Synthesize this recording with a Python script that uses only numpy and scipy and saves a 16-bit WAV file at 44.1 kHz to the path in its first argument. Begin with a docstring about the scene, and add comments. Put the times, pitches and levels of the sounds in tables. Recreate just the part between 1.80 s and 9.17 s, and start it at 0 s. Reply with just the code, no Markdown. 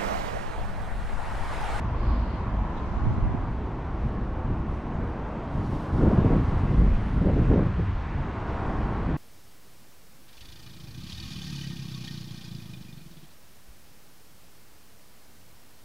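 """Windy terrace above a city square

Tyres roar and engines drone round a wide square, and the street brightens halfway through.
A diesel throbs, motors hum, air hisses and far brakes sigh. Close up, gusts buffet the
microphone with churning eddies, thumps and a deep heave. After an early gust that catches
the two ports apart, the stereo image narrows to mono."""
import sys
import numpy as np
from scipy import signal
from scipy.fft import rfft, irfft
from scipy.io import wavfile
from scipy.ndimage import uniform_filter1d

SR = 44100
rng = np.random.default_rng(int(sys.argv[2]) if len(sys.argv) > 2 else 0)


def store_pcm(level_fs):
    """Save levels as 16-bit WAV."""
    pcm = np.round(np.clip(level_fs, -1, 1) * 32767).astype(np.int16)
    wavfile.write(sys.argv[1], SR, np.atleast_2d(pcm).T)


N = 325017
FRAME, HOP = 1024, 256
TIME = np.arange(N) / SR
FRAME_S = np.arange(N // HOP + 6)[:, None] * HOP / SR
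BIN_HZ = np.fft.rfftfreq(FRAME, 1 / SR)


def gain_of(db):
    """Decibels to amplitude."""
    return 10 ** (np.asarray(db) / 20)


def unit_rms(x):
    """Scales to an rms of one."""
    return x / np.sqrt(np.mean(x ** 2) + 1e-20)


def unit_power(shape):
    """Gives every frame of a spectral shape the same power."""
    return shape / np.sqrt(np.mean(shape ** 2, axis=-1, keepdims=True) + 1e-30)


def curve(rows, at=FRAME_S, column=1):
    """One column of a time table, joined by straight lines."""
    columns = np.transpose(rows)
    return np.interp(at, columns[0], columns[column])


def colour(points):
    """An EQ curve as a gain for each bin."""
    hz, db = np.transpose(points)
    return gain_of(np.interp(np.log(BIN_HZ + 1), np.log(hz), db))


def swell(at, peak_s, rise_s, fall_s):
    """A bell of power that rises to one and falls again."""
    return np.exp(-((at - peak_s) / np.where(at < peak_s, rise_s, fall_s)) ** 2)


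def patches(depth_db, frames, bins):
    """Random patches of gain drifting over time and frequency."""
    field = rng.standard_normal((len(FRAME_S), len(BIN_HZ)))
    smooth = uniform_filter1d(uniform_filter1d(field, frames, 0), bins, 1)
    return gain_of(depth_db * unit_rms(smooth))


def flutter(rate_hz):
    """A random wobble of rms one, rolled off above the rate."""
    hz = np.fft.rfftfreq(N, 1 / SR)
    return unit_rms(irfft(rfft(rng.standard_normal(N)) / (1 + (hz / rate_hz) ** 4), N))


def noise(magnitude):
    """Noise that follows a frames x bins magnitude; a magnitude of one gives an rms of one."""
    real, imag = rng.standard_normal((2, len(FRAME_S), len(BIN_HZ)))
    white = real + 1j * imag
    plain, shaped = (signal.istft(z.T, nperseg=FRAME, noverlap=FRAME - HOP)[1][:N]
                     for z in (white, white * magnitude))
    return shaped / plain.std()


def stereo(mid, side):
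    """Left and right from mid and side."""
    return np.array([mid + side, mid - side])


def whine(pitch_hz=5925, waver_hz=9, level_db=-86.5):
    """A faint, wavering high whine of machinery."""
    hz = pitch_hz + waver_hz * flutter(rate_hz=25)
    return gain_of(level_db) * np.sqrt(2) * np.sin(2 * np.pi * np.cumsum(hz) / SR)


# Tone of the hiss. Each row: frequency in Hz, relative level in dB.
HISS_EQ = [(1500, -26), (3000, 8), (3900, 4.5), (5500, -1), (7200, -7), (9500, -8.5), (12000, -15),
           (15000, -17)]
# Swells of hiss. Each row: peak, rise and fall in seconds, level in dB, upper edge in Hz.
HISS_SWELLS = [(.27, 0.045, 0.12, -72, 12800), (1.15, .3, 0.2, -78, 12600), (2.27, 0.068, .09, -72, 11500),
               (2.94, .04, .09, -69, 11000), (3.28, .03, .04, -71, 13400), (3.6, .15, .15, -75, 11500),
               (3.745, .04, .1, -65.5, 11500), (3.93, 0.09, 0.22, -59.8, 14000),
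               (4.185, 0.04, .16, -63.5, 13200), (4.6, .3, 0.7, -63, 11610),
               (5.67, 0.11, 0.067, -63.5, 9700), (6.87, .2, 0.3, -68, 11200)]


def hiss(floor_db=-74, floor_edge_hz=10000):
    """Spectrum of escaping air: thin swells over a steady floor, flickering in broad patches."""
    def band(edge_hz):
        return unit_power(colour(HISS_EQ) / np.sqrt(1 + (BIN_HZ / edge_hz) ** 26))
    power = (gain_of(floor_db) * band(floor_edge_hz)) ** 2
    for s, rise, fall, db, edge_hz in HISS_SWELLS:
        power = power + (gain_of(db) * band(edge_hz)) ** 2 * swell(FRAME_S, s, rise, fall)
    return np.sqrt(power) * patches(depth_db=1.4, frames=3, bins=160)


# Far brakes. Each row: start and length in seconds, centre and width in Hz, level in dB.
BRAKE_SIGHS = [(0.15, 0.34, 4380, 560, -60.5), (0.38, 0.29, 4300, 600, -65), (.08, 0.51, 3100, 480, -64),
               (.48, .14, 2800, 500, -60), (.96, .046, 3680, 270, -57.5), (.7, 0.92, 5300, 1400, -74),
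               (1.318, .05, 7400, 110, -77), (3.1, .12, 6460, 800, -78), (5.15, 0.42, 9650, 600, -78),
               (6.63, 0.18, 4400, 1400, -66)]


def brakes():
    """Spectrum of air brakes and squeaks: each is a narrow band that swells and dies."""
    power = 0
    for s, length, hz, width, db in BRAKE_SIGHS:
        arch = np.sin(np.pi * np.clip((FRAME_S - s) / length, 0, 1))
        band = unit_power(np.exp(-((BIN_HZ - hz) / width) ** 2 / 2))
        power = power + (gain_of(db) * arch * band) ** 2
    return np.sqrt(power)


# Brief tones in the traffic. Each row: peak and half length in seconds, pitch in Hz, level in dB.
MOTOR_HUMS = [(.95, 0.17, 942, -54), (1.53, 0.088, 1009, -50.5), (2.284, 0.053, 226.2, -40.5),
              (2.56, 0.067, 518, -47), (4.85, .22, 2047, -58.5), (4.88, 0.043, 2622, -62),
              (6.8, .25, 677, -54), (7.03, .17, 1098, -48), (7.3, 0.025, 171, -29.5)]


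def hums(waver_hz=7):
    """Unsteady notes of motors and tyres swell out of the rumble."""
    drift = np.cumsum(waver_hz * flutter(rate_hz=33)) / SR
    out = np.zeros(N)
    for s, length, hz, db in MOTOR_HUMS:
        envelope = gain_of(db) * np.sqrt(2 * swell(TIME, s, length, length))
        out += envelope * np.sin(2 * np.pi * (hz * TIME + drift))
    return out


# Fader of the engine drone. Each row: time in seconds, level in dB.
DRONE_LEVELS = [(0, -34.5), (1, -36.5), (5.2, -35), (6.2, -42), (6.55, -36.5), (6.85, -33), (7.37, -30.5)]
# Its tone. Each row: frequency in Hz, relative level in dB.
DRONE_EQ = [(15, -15.5), (30, 0), (52, -3), (80, -2.5), (110, -3.5), (150, -9), (180, -9.5), (220, -2.5),
            (258, -9.5), (295, -7), (370, -12), (500, -17.5), (800, -20.5), (2000, -74.5), (6000, -115)]


def engines():
    """Spectrum of buses and lorries, blurred into one low drone."""
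    drone = gain_of(curve(DRONE_LEVELS)) * unit_power(colour(DRONE_EQ))
    return drone * patches(depth_db=2.5, frames=50, bins=1)


# Passing vehicles. Each row: nearest moment and distance over speed in seconds, roar and song in dB.
VEHICLES = [(.2, 0.29, -42, -43.5), (1.15, 0.73, -40, -46.5), (2.7, 0.52, -44, -60.5),
            (3.5, 0.51, -40, -58), (4.38, 0.25, -36.5, -44), (4.75, 0.25, -42, -49.5),
            (5.72, 0.11, -41, -57.5), (6.92, 0.38, -35.5, -51)]
# Tone of the tyre roar. Each row: frequency in Hz, relative level in dB.
ROAR_EQ = [(100, -7), (300, 1), (520, -3.5), (700, 0), (860, -0.5), (1020, -1.5), (1300, -5.5), (2000, -15),
           (3000, -24.5), (4500, -34.5), (7000, -44.5), (9500, -52.5), (11500, -64), (14000, -80)]


def tyres(far_roar_db=-53, far_song_db=-52.5, tread_hz=990, tread_width_hz=135, falloff=1.376):
    """Spectrum of tyre roar and tread song: each vehicle nears and recedes over the far traffic."""
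    roar_power, song_power = gain_of(far_roar_db) ** 2, gain_of(far_song_db) ** 2
    for s, pass_s, roar_db, song_db in VEHICLES:
        nearness = (1 + ((FRAME_S - s) / pass_s) ** 2) ** -falloff
        roar_power = roar_power + nearness * gain_of(roar_db) ** 2
        song_power = song_power + nearness * gain_of(song_db) ** 2
    roar = unit_power(colour(ROAR_EQ)) * patches(depth_db=1.24, frames=22, bins=5)
    tread_band = np.exp(-((BIN_HZ - tread_hz) / tread_width_hz) ** 4 / 2)
    song = unit_power(tread_band * patches(depth_db=4.5, frames=45, bins=1))
    return np.sqrt(roar_power * roar ** 2 + song_power * song ** 2)


# Fader of the nearer lanes. Each row: time in seconds, level in dB.
LANE_LEVELS = [(0, -49.5), (.6, -51.5), (1.3, -56), (2.2, -52.5), (2.9, -64), (4.11, -80), (4.2, -54),
               (5.1, -46), (6.4, -46.5), (7, -54), (7.37, -45.5)]
# Their tone. Each row: frequency in Hz, relative level in dB.
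LANE_EQ = [(400, -26.5), (900, 2.5), (1350, 3.5), (1950, 0), (2600, -6.5), (3600, -14.5), (5000, -22.5),
           (7000, -30.5), (9500, -40.5), (11500, -57.5), (14000, -77.5)]


def near_lanes():
    """Spectrum of the nearer traffic, a brighter wash."""
    wash = gain_of(curve(LANE_LEVELS)) * unit_power(colour(LANE_EQ))
    return wash * patches(depth_db=1.0, frames=16, bins=10)


# Revs of a heavy diesel. Each row: peak and half length in seconds, level in dB, firing rate in Hz.
DIESEL_REVS = [(0.348, 0.071, -23.5, 54.2), (0.796, 0.036, -22.5, 50.7), (1.28, 0.06, -30, 53.5),
               (4.991, .08, -26, 53.73), (7.05, 0.11, -32, 52.5)]


def diesel(idle_hz=50.1, idle_db=-36.5, fade_db_per_s=2, waver_hz=1.537, uneven_db=-2, overtone_db=-12):
    """Firing pulses, softened by distance to two harmonics; a rev makes them louder and faster."""
    power = gain_of(idle_db - fade_db_per_s * TIME) ** 2
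    weighted_hz = power * idle_hz
    for s, length, db, hz in DIESEL_REVS:
        rev = gain_of(db) ** 2 * swell(TIME, s, length, length)
        power, weighted_hz = power + rev, weighted_hz + rev * hz
    firing_hz = weighted_hz / power + waver_hz * flutter(rate_hz=5.8)
    phase = 2 * np.pi * np.cumsum(firing_hz) / SR
    level = np.sqrt(power) * gain_of(uneven_db * flutter(rate_hz=21))
    return np.sqrt(2) * level * (np.sin(phase) + gain_of(overtone_db) * np.sin(2 * phase))


# Opening width of the street, widest in the treble. Each row: frequency in Hz, side over mid in dB.
STREET_WIDTH = [(60, -8.5), (150, -29), (320, -20.5), (500, -16.5), (1100, -10.5), (2600, -6.5), (5000, -1),
                (9000, 0)]


def street(narrow_from_s=1.52, narrow_db_per_s=49):
    """A bed of traffic noise that closes down to mono, with the diesel and the whine in the centre."""
    bed = np.sqrt(tyres() ** 2 + engines() ** 2 + near_lanes() ** 2 + hiss() ** 2 + brakes() ** 2)
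    mid = noise(bed) + diesel() + whine()
    width = gain_of(-narrow_db_per_s * np.maximum(TIME - narrow_from_s, 0))
    return stereo(mid, width * noise(bed * colour(STREET_WIDTH)))


# The breeze between gusts. Each row: time in seconds, strength in dB, eddies' upper corner in Hz.
BREEZE_CURVE = [(0, -32.5, 76.4), (1, -33.5, 92), (1.8, -33, 98), (2, -37.5, 130), (2.1, -34, 100),
                (2.65, -32.5, 100), (3, -43, 190), (3.45, -39, 300), (4.02, -36, 200), (4.7, -27, 114),
                (5.27, -29.5, 104), (5.4, -26.5, 150), (5.9, -28, 120), (6.6, -39, 106), (7, -29.5, 131),
                (7.37, -34.5, 150)]
# Gusts. Each row: peak and rise in seconds, strength in dB, eddies' upper corner in Hz.
WIND_GUSTS = [(0.308, 0.062, -31, 70), (1.282, 0.035, -23.5, 150), (1.452, 0.04, -25, 127),
              (1.654, 0.011, -31, 90), (2.259, 0.021, -23.5, 110), (2.706, 0.031, -25.5, 150),
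              (2.794, 0.014, -25.5, 95), (2.91, 0.026, -29, 95), (3.186, 0.1, -31, 171),
              (3.772, 0.036, -26.5, 160), (3.913, 0.057, -31, 211), (4.163, 0.032, -22.5, 135),
              (4.254, 0.041, -18.5, 366), (4.318, 0.028, -21.5, 320), (4.388, 0.025, -19, 324),
              (4.464, 0.018, -19.5, 290), (4.534, 0.032, -20, 370), (4.593, 0.028, -22.5, 220),
              (4.77, 0.13, -28.5, 165), (4.923, 0.03, -28, 350), (5.019, 0.055, -20, 226),
              (5.132, 0.029, -24.5, 90), (5.37, 0.015, -24, 170), (5.419, 0.008, -22, 260),
              (5.484, 0.035, -23, 492), (5.589, 0.042, -20.5, 300), (5.704, 0.022, -17, 228),
              (5.73, 0.014, -21.5, 630), (5.78, 0.017, -20.5, 483), (5.842, 0.033, -25.5, 435),
              (6.007, 0.022, -24.5, 290), (6.088, 0.019, -28.5, 250), (6.137, 0.068, -31.5, 65),
              (6.388, 0.047, -28.5, 153), (7.312, 0.034, -28, 255)]


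def airflow(at, fall_over_rise=1.08):
    """Wind strength and corner in Hz: gusts add to the breeze, and their corners blend, weighted by power, to
    size the eddies."""
    power = gain_of(curve(BREEZE_CURVE, at)) ** 2
    weighted_hz = power * curve(BREEZE_CURVE, at, column=2)
    for s, rise, db, hz in WIND_GUSTS:
        gust = gain_of(db) ** 2 * swell(at, s, rise, rise * fall_over_rise)
        power, weighted_hz = power + gust, weighted_hz + gust * hz
    return np.sqrt(power), weighted_hz / power


# Deep surges of air. Each row: peak and half length in seconds, level in dB.
AIR_SURGES = [(0.256, 0.057, -31), (4.23, 0.037, -34), (4.458, 0.045, -26), (5.108, 0.1, -24),
              (6.153, 0.029, -28.5)]


def heave(strength, relative_db=-19, band_hz=(20, 42)):
    """The largest, slowest eddies push deep under each gust, and a few of them surge."""
    band = signal.butter(2, band_hz, "bandpass", fs=SR, output="sos")
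    surges = sum(gain_of(db) ** 2 * swell(TIME, s, length, length) for s, length, db in AIR_SURGES)
    power = (gain_of(relative_db) * strength) ** 2 + surges
    return np.sqrt(power) * unit_rms(signal.sosfilt(band, rng.standard_normal(N)))


# Single eddies hitting the ports. Each row: time and width in seconds, left and right amplitude.
EDDY_HITS = [(1.177, 0.0032, 0, .14), (1.2714, 0.0017, 0, -.22), (1.384, 0.0018, 0, -.22),
             (1.437, 0.0044, 0, -.18), (1.549, 0.0012, -.03, -.18), (4.402, 0.0016, .17, .17),
             (4.448, 0.0007, .22, .22), (4.506, 0.00079, -.18, -.18), (5.473, 0.00067, .19, .19),
             (5.715, 0.00072, -.22, -.22), (5.7609, 0.00079, -.3, -.3), (5.81, 0.00088, .18, .18)]


def thumps():
    """A large eddy is one push of pressure between two shallow rebounds."""
    out = np.zeros((2, N))
    for s, width, left, right in EDDY_HITS:
        offset_squared = ((TIME - s) / width) ** 2
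        out += np.outer([left, right], (1 - offset_squared) * np.exp(-offset_squared / 2))
    return out


def eddies(lumpy_db=1.2, low_cut_hz=24, knee_hz=55, steepness=4.37, shed_ratio=0.51, shed_db=2.0):
    """Turbulent pressure at a port: faster air sheds smaller eddies, and they arrive in lumps."""
    _, corner_hz = airflow(FRAME_S)
    ratio = BIN_HZ / corner_hz
    slope = 1 / np.sqrt((1 + BIN_HZ / knee_hz) * (1 + ratio ** steepness))
    # vortices shed by the housing crowd round one pitch, which rises with the wind speed
    vortices = gain_of(shed_db * np.exp(-(2 * (ratio / shed_ratio - 1)) ** 2))
    churn = noise(unit_power(slope * vortices)) * gain_of(lumpy_db * flutter(rate_hz=44))
    churn = signal.sosfilt(signal.butter(2, low_cut_hz, "highpass", fs=SR, output="sos"), churn)
    # keep the quick lumps and level out the slow swings
    return churn / np.sqrt(uniform_filter1d(churn ** 2, size=2600) + 1e-12)


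# Stereo width of the wind. Each row: time in seconds, side gain in dB.
WIND_WIDTH = [(0, -32), (.95, -17.5), (1.15, -7), (1.3, -3), (1.54, -2.5), (1.65, -16), (2.35, -37),
              (2.5, -76)]


def wind(strength, trim_db=1.11, lean_right=0.3):
    """Gusts shake both microphone ports alike, save one that catches them apart, the right harder."""
    mid = eddies()
    side = gain_of(curve(WIND_WIDTH, TIME)) * (eddies() - lean_right * mid)
    return strength * gain_of(trim_db) * stereo(mid, side)


def scene():
    """The street with the wind over it."""
    frame_strength, _ = airflow(FRAME_S[:, 0])
    strength = np.interp(TIME, FRAME_S[:, 0], frame_strength)
    return street() + wind(strength) + heave(strength) + thumps() + hums()


def record(dry, ceiling=0.57, high_cut_hz=15000):
    """Soft clipping rounds the strongest buffets; then tiny fades at the ends and a high cut."""
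    rounded = ceiling * np.tanh(dry / ceiling)
    faded = rounded * signal.windows.tukey(N, 400 / N)
    high_cut = signal.firwin(511, high_cut_hz, window=("kaiser", 9), fs=SR)
    return signal.oaconvolve(faded, high_cut[None], "same")


dry = scene()
out = record(dry)
store_pcm(out)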